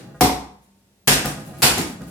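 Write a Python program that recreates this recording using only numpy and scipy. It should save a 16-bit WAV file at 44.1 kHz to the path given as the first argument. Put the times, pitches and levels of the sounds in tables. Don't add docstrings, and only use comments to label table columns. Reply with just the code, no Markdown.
import sys
import numpy as np
from scipy import signal
from scipy.fft import rfft, irfft, next_fast_len
from scipy.io import wavfile
from scipy.ndimage import uniform_filter1d, minimum_filter1d

SR = 44100
rng = np.random.default_rng(int(sys.argv[2]) if len(sys.argv) > 2 else 0)


def bounce(signal):
    frames = np.transpose(np.atleast_2d(signal))
    limited = np.clip(frames, -1, 1)
    pcm = np.round(limited * 32767).astype(np.int16)
    wavfile.write(sys.argv[1], SR, pcm)


N = 92610

# (frequency [Hz], relative level [dB], fade time [s])
BOTTLE_TONES = [(59, -6, .5), (146, 0, .55), (200, -6, .4), (260, -5, .4), (506, -6, .3), (662, -7, .3),
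                (813, -9, .25), (1030, -11, .2), (1227, -6, .25), (1448, -6, .15), (1626, -8, .2),
                (1888, -8, .13)]
# (frequency [Hz], relative level [dB])
SLAP_COLOUR = [(35, -26), (60, -9.5), (150, -8), (432, -6.5), (742, -8.5), (938, -9), (1430, -6),
               (10300, -10.5), (15000, -14.5), (16500, -58)]
# (frequency [Hz], relative level [dB])
TICK_COLOUR = [(2000, 0), (6000, -0.5), (11000, 5.4), (16000, -3)]

SLAP_FADE_S, TICK_FADE_S = 0.0054, 0.003
THUD_RISE_S = 0.005
ROOM_FILL_S = 0.012
SLAP_ROOM_DB = 1.5


def amp(db):
    return 10 ** (np.asarray(db) / 20)


def unit(x):
    return x / np.sqrt(np.mean(x ** 2) + 1e-20)


def along(points, hz):
    f, value = np.transpose(points)
    return np.interp(np.log(hz + 1), np.log(f + 1), value)


def filtered(x, response):
    size = next_fast_len(x.shape[-1] + 8192)
    spectrum = rfft(x, size) * response(np.fft.rfftfreq(size, 1 / SR))
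    return irfft(spectrum, size)[..., :x.shape[-1]]


def coloured(noise, colour):
    return unit(filtered(noise, lambda hz: amp(along(colour, hz))))


def stereo_noise(size):
    # (frequency [Hz], correlation [-1 to 1])
    likeness = [(60, 0.91), (180, 0.98), (550, 0.56), (1650, -0.085), (4970, -0.18), (15000, 0.32)]

    def shares(hz):
        angle = np.arccos(np.clip(along(likeness, hz), -1, 1)) / 2
        return np.array([np.cos(angle), np.sin(angle)])

    mid, side = filtered(rng.standard_normal((2, size)), shares)
    return np.array([mid + side, mid - side])


def room_tail(colour, fill_s):
    # (frequency [Hz], fade time [s])
    fade_times = [(60, 0.49), (160, 0.56), (420, 0.46), (1100, 0.53), (2900, 0.44), (7700, 0.4),
                  (15000, 0.27)]
    ripple_db = 2.5
    noise = coloured(stereo_noise(SR), colour)
    hz, t, z = signal.stft(noise, SR, nperseg=256)
    ripple = ripple_db * rng.standard_normal((len(hz), 1))
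    gain = amp(ripple - 60 * t / along(fade_times, hz)[:, None])
    fading = signal.istft(z * gain, SR, nperseg=256)[1][:, :SR]
    return fading * (1 - np.exp(-np.arange(SR) / SR / fill_s))


def in_room(x, wet_db):
    tail = room_tail([(1, 0), (SR, 0)], ROOM_FILL_S)
    answer = signal.fftconvolve(x[None], tail / np.linalg.norm(tail[0]), axes=1)[:, :len(x)]
    return x + amp(wet_db) * answer


def add(out, s, x):
    start = round(s * SR)
    part = out[:, max(start, 0):start + x.shape[1]]
    part += x[:, max(-start, 0):][:, :part.shape[1]]


def burst(colour, fade_s, rise_s=1 / SR):
    t = np.arange(SR) / SR
    noise = coloured(rng.standard_normal(SR), colour)
    return noise * amp(-60 * t / fade_s) * (1 - np.exp(-t / rise_s))


def puff(colour, fade_s, wet_db, fill_s, rise_s=1 / SR):
    return burst(colour, fade_s, rise_s) + amp(wet_db) * room_tail(colour, fill_s)


def ring(tones, rise_s):
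    step_cycles = 0.07
    t = np.arange(SR) / SR
    total = np.zeros(SR)
    for hz, db, fade_s in tones:
        level = amp(db + rng.normal(0, 1) - 60 * t / fade_s)
        walk = np.cumsum(rng.standard_normal(51))
        wander = step_cycles * np.interp(t, np.arange(51) / 50, walk)
        total += level * np.sin(2 * np.pi * (hz * t + wander))
    return (1 - np.exp(-t / rise_s)) * total


def add_contact(out, s, noise, table_db, bottle_db, rise_s):
    # (frequency [Hz], relative level [dB], fade time [s])
    table_tones = [(62, -12, .5), (355, -12, .3), (404, -18, .5), (450, -15, .4), (495, -12, .35),
                   (570, -18, .4), (1226, -18, .2), (194, -12, .5), (273, -7, .35), (734, 3, .26),
                   (807, -7, .14), (914, -36, 1.2), (1026, -11, .22), (1082, -33, .8)]
    table = amp(table_db) * ring(table_tones, rise_s)
    bottle = amp(bottle_db) * ring(BOTTLE_TONES, rise_s)
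    add(out, s, noise + in_room(table + bottle, wet_db=-9))


def room_tone():
    # (frequency [Hz], relative level [dB])
    air_colour = [(18, -19), (30, -1), (196, -2.5), (792, -13.5), (904, -20), (1310, -18.5), (2000, -18.5),
                  (9230, -22), (15200, -28), (16500, -52)]
    air_db, hum_db = -61.5, -66
    hum_hz, hum_width_hz = 198, 5.6
    air = coloured(stereo_noise(N), air_colour)
    hum = unit(filtered(rng.standard_normal(N), lambda hz: np.exp(-((hz - hum_hz) / hum_width_hz) ** 2)))
    return amp(air_db) * air + amp(hum_db) * hum


def rocking():
    # (time [s], level [dB])
    spells = [
        [(0, -35), (0.06, -41), (0.12, -41.5), (0.16, -45), (0.205, -44.5)],
        [(1.33, -43.5), (1.39, -41), (1.45, -43), (1.5, -36), (1.56, -42), (1.615, -33.5)],
        [(1.88, -37.5), (1.93, -39), (1.98, -45), (2.02, -33.5), (2.06, -38.5), (2.1, -40.5)],
    ]
    # (frequency [Hz], relative level [dB])
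    rumble_colour = [(24, -34.5), (40, -7.5), (64, -1.5), (104, -10), (199, 4.5), (422, -16.5), (479, 1.5),
                     (585, -15.5), (751, -9.5), (918, -28), (1210, -12), (1760, -33), (10700, -45),
                     (16000, -41)]
    knocks_per_s, knock_spread_db, knock_fade_s = 300, 3, 0.026
    ring_db = -9
    damping_s = 0.06
    happens = rng.random(N) < knocks_per_s / SR
    strength = amp(knock_spread_db * rng.standard_normal(N))
    knocks = happens * strength * rng.choice([-1, 1], N)
    dull = signal.fftconvolve(knocks, burst(rumble_colour, knock_fade_s))[:N]
    damped_ring = ring(BOTTLE_TONES, THUD_RISE_S) * np.exp(-np.arange(SR) / SR / damping_s)
    tonal = signal.fftconvolve(knocks, damped_ring)[:N]
    t = np.arange(N) / SR
    level = sum(amp(np.interp(t, *np.transpose(rows), left=-120, right=-120)) for rows in spells)
    return level * unit(in_room(unit(dull) + amp(ring_db) * unit(tonal), wet_db=3.5))


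def plastic_ticks():
    # (time [s], level [dB], room tail relative to the click [dB])
    clicks = [(0.618, -60, 1), (0.77, -60.5, -6.5), (1.2585, -11.5, -19.5), (1.405, -40, -12.5),
              (1.4511, -40.5, -1.5), (1.495, -50, -6.5), (1.5716, -39.5, -6.5), (1.586, -35.5, -7),
              (1.7825, -13, -18), (1.876, -32.5, -9), (2.0189, -35.5, -16.5), (2.069, -43.5, -1)]
    out = np.zeros((2, N))
    for s, db, wet_db in clicks:
        add(out, s, amp(db) * puff(TICK_COLOUR, TICK_FADE_S, wet_db, ROOM_FILL_S))
    return out


def landings():
    # (time [s], thud level [dB], table ring [dB], bottle ring [dB])
    falls = [(-0.1, -30, -43.5, -45.5), (0.141, -53.5, -67, -42.5), (1.243, -22, -31.5, -26.5),
             (1.37, -40, -49, -36.5), (1.503, -52, -45, -66), (1.533, -46, -54, -42),
             (1.765, -18.5, -32.5, -31), (1.85, -52, -57, -66), (2.005, -46, -55, -42)]
    # (frequency [Hz], relative level [dB])
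    thud_colour = [(35, -29), (60, -7.5), (283, 3), (834, -9), (916, -8.5), (9610, -14.5), (14700, -22),
                   (16500, -47.5)]
    out = np.zeros((2, N))
    for s, db, table_db, bottle_db in falls:
        thud = puff(thud_colour, fade_s=0.02, wet_db=0.5, fill_s=0.014, rise_s=THUD_RISE_S)
        add_contact(out, s, amp(db) * thud, table_db, bottle_db, THUD_RISE_S)
    return out


def crack(db, pan_db):
    return amp([[db + pan_db / 2], [db - pan_db / 2]]) * burst(TICK_COLOUR, TICK_FADE_S)


def crunch(rise_s):
    snaps_per_s, level_db, decay_s = 500, -7, 0.035
    t = np.arange(SR) / SR
    noise = coloured(stereo_noise(SR), SLAP_COLOUR)
    snaps = (rng.random(SR) < snaps_per_s / SR) * rng.exponential(size=SR)
    one_snap = amp(-60 * t[:SR // 50] / SLAP_FADE_S)
    crackle = noise * np.convolve(snaps, one_snap)[:SR]
    return crackle * amp(level_db) * np.exp(-t / decay_s) * (1 - np.exp(-t / rise_s))


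def table_blows():
    # (time [s], smack [dB], crack [dB], table ring [dB], bottle ring [dB], left over right [dB], rise [s])
    hits = [(0.209, -10.5, -12.5, -9.5, -42.5, 5.5, 0.0012)]
    # (frequency [Hz], relative level [dB])
    smack_colour = [(35, -48), (60, -19.5), (475, -9), (600, -15.5), (742, -7.5), (834, -10.5),
                    (1030, -11.5), (1430, -22), (15000, -26.5), (16500, -67.5)]
    out = np.zeros((2, N))
    for s, db, crack_db, table_db, bottle_db, pan_db, rise_s in hits:
        smack = amp(db) * puff(smack_colour, SLAP_FADE_S, SLAP_ROOM_DB, fill_s=rise_s)
        add_contact(out, s, smack + crack(crack_db, pan_db), table_db, bottle_db, rise_s)
    return out


def bottle_blows():
    # (time [s], slap [dB], crack [dB], table ring [dB], bottle ring [dB], left over right [dB], rise [s])
    hits = [(1.0742, -7.5, -7.5, -21, -17, 4.5, 0.005), (1.6209, -7, -5.5, -28.5, -20, 1.5, .01)]
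    out = np.zeros((2, N))
    for s, db, crack_db, table_db, bottle_db, pan_db, rise_s in hits:
        slap = puff(SLAP_COLOUR, SLAP_FADE_S, SLAP_ROOM_DB, rise_s, rise_s)
        noise = amp(db) * (slap + crunch(rise_s)) + crack(crack_db, pan_db)
        add_contact(out, s, noise, table_db, bottle_db, rise_s)
    return out


def scene():
    return room_tone() + rocking() + plastic_ticks() + landings() + table_blows() + bottle_blows()


def record(dry):
    ceiling_db, mic_low_hz, top_hz = 0, 47, 16700
    hold, smooth = round(0.017 * SR), round(0.001 * SR)
    needed = np.minimum(1, amp(ceiling_db) / (np.abs(dry).max(0) + 1e-9))
    held = minimum_filter1d(needed, hold + smooth, origin=(hold - smooth) // 2)
    gain = uniform_filter1d(held, smooth)
    lowcut = signal.butter(4, mic_low_hz, "high", fs=SR, output="sos")
    return filtered(signal.sosfilt(lowcut, dry * gain), lambda hz: hz < top_hz)


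dry = scene()
out = record(dry)
bounce(out)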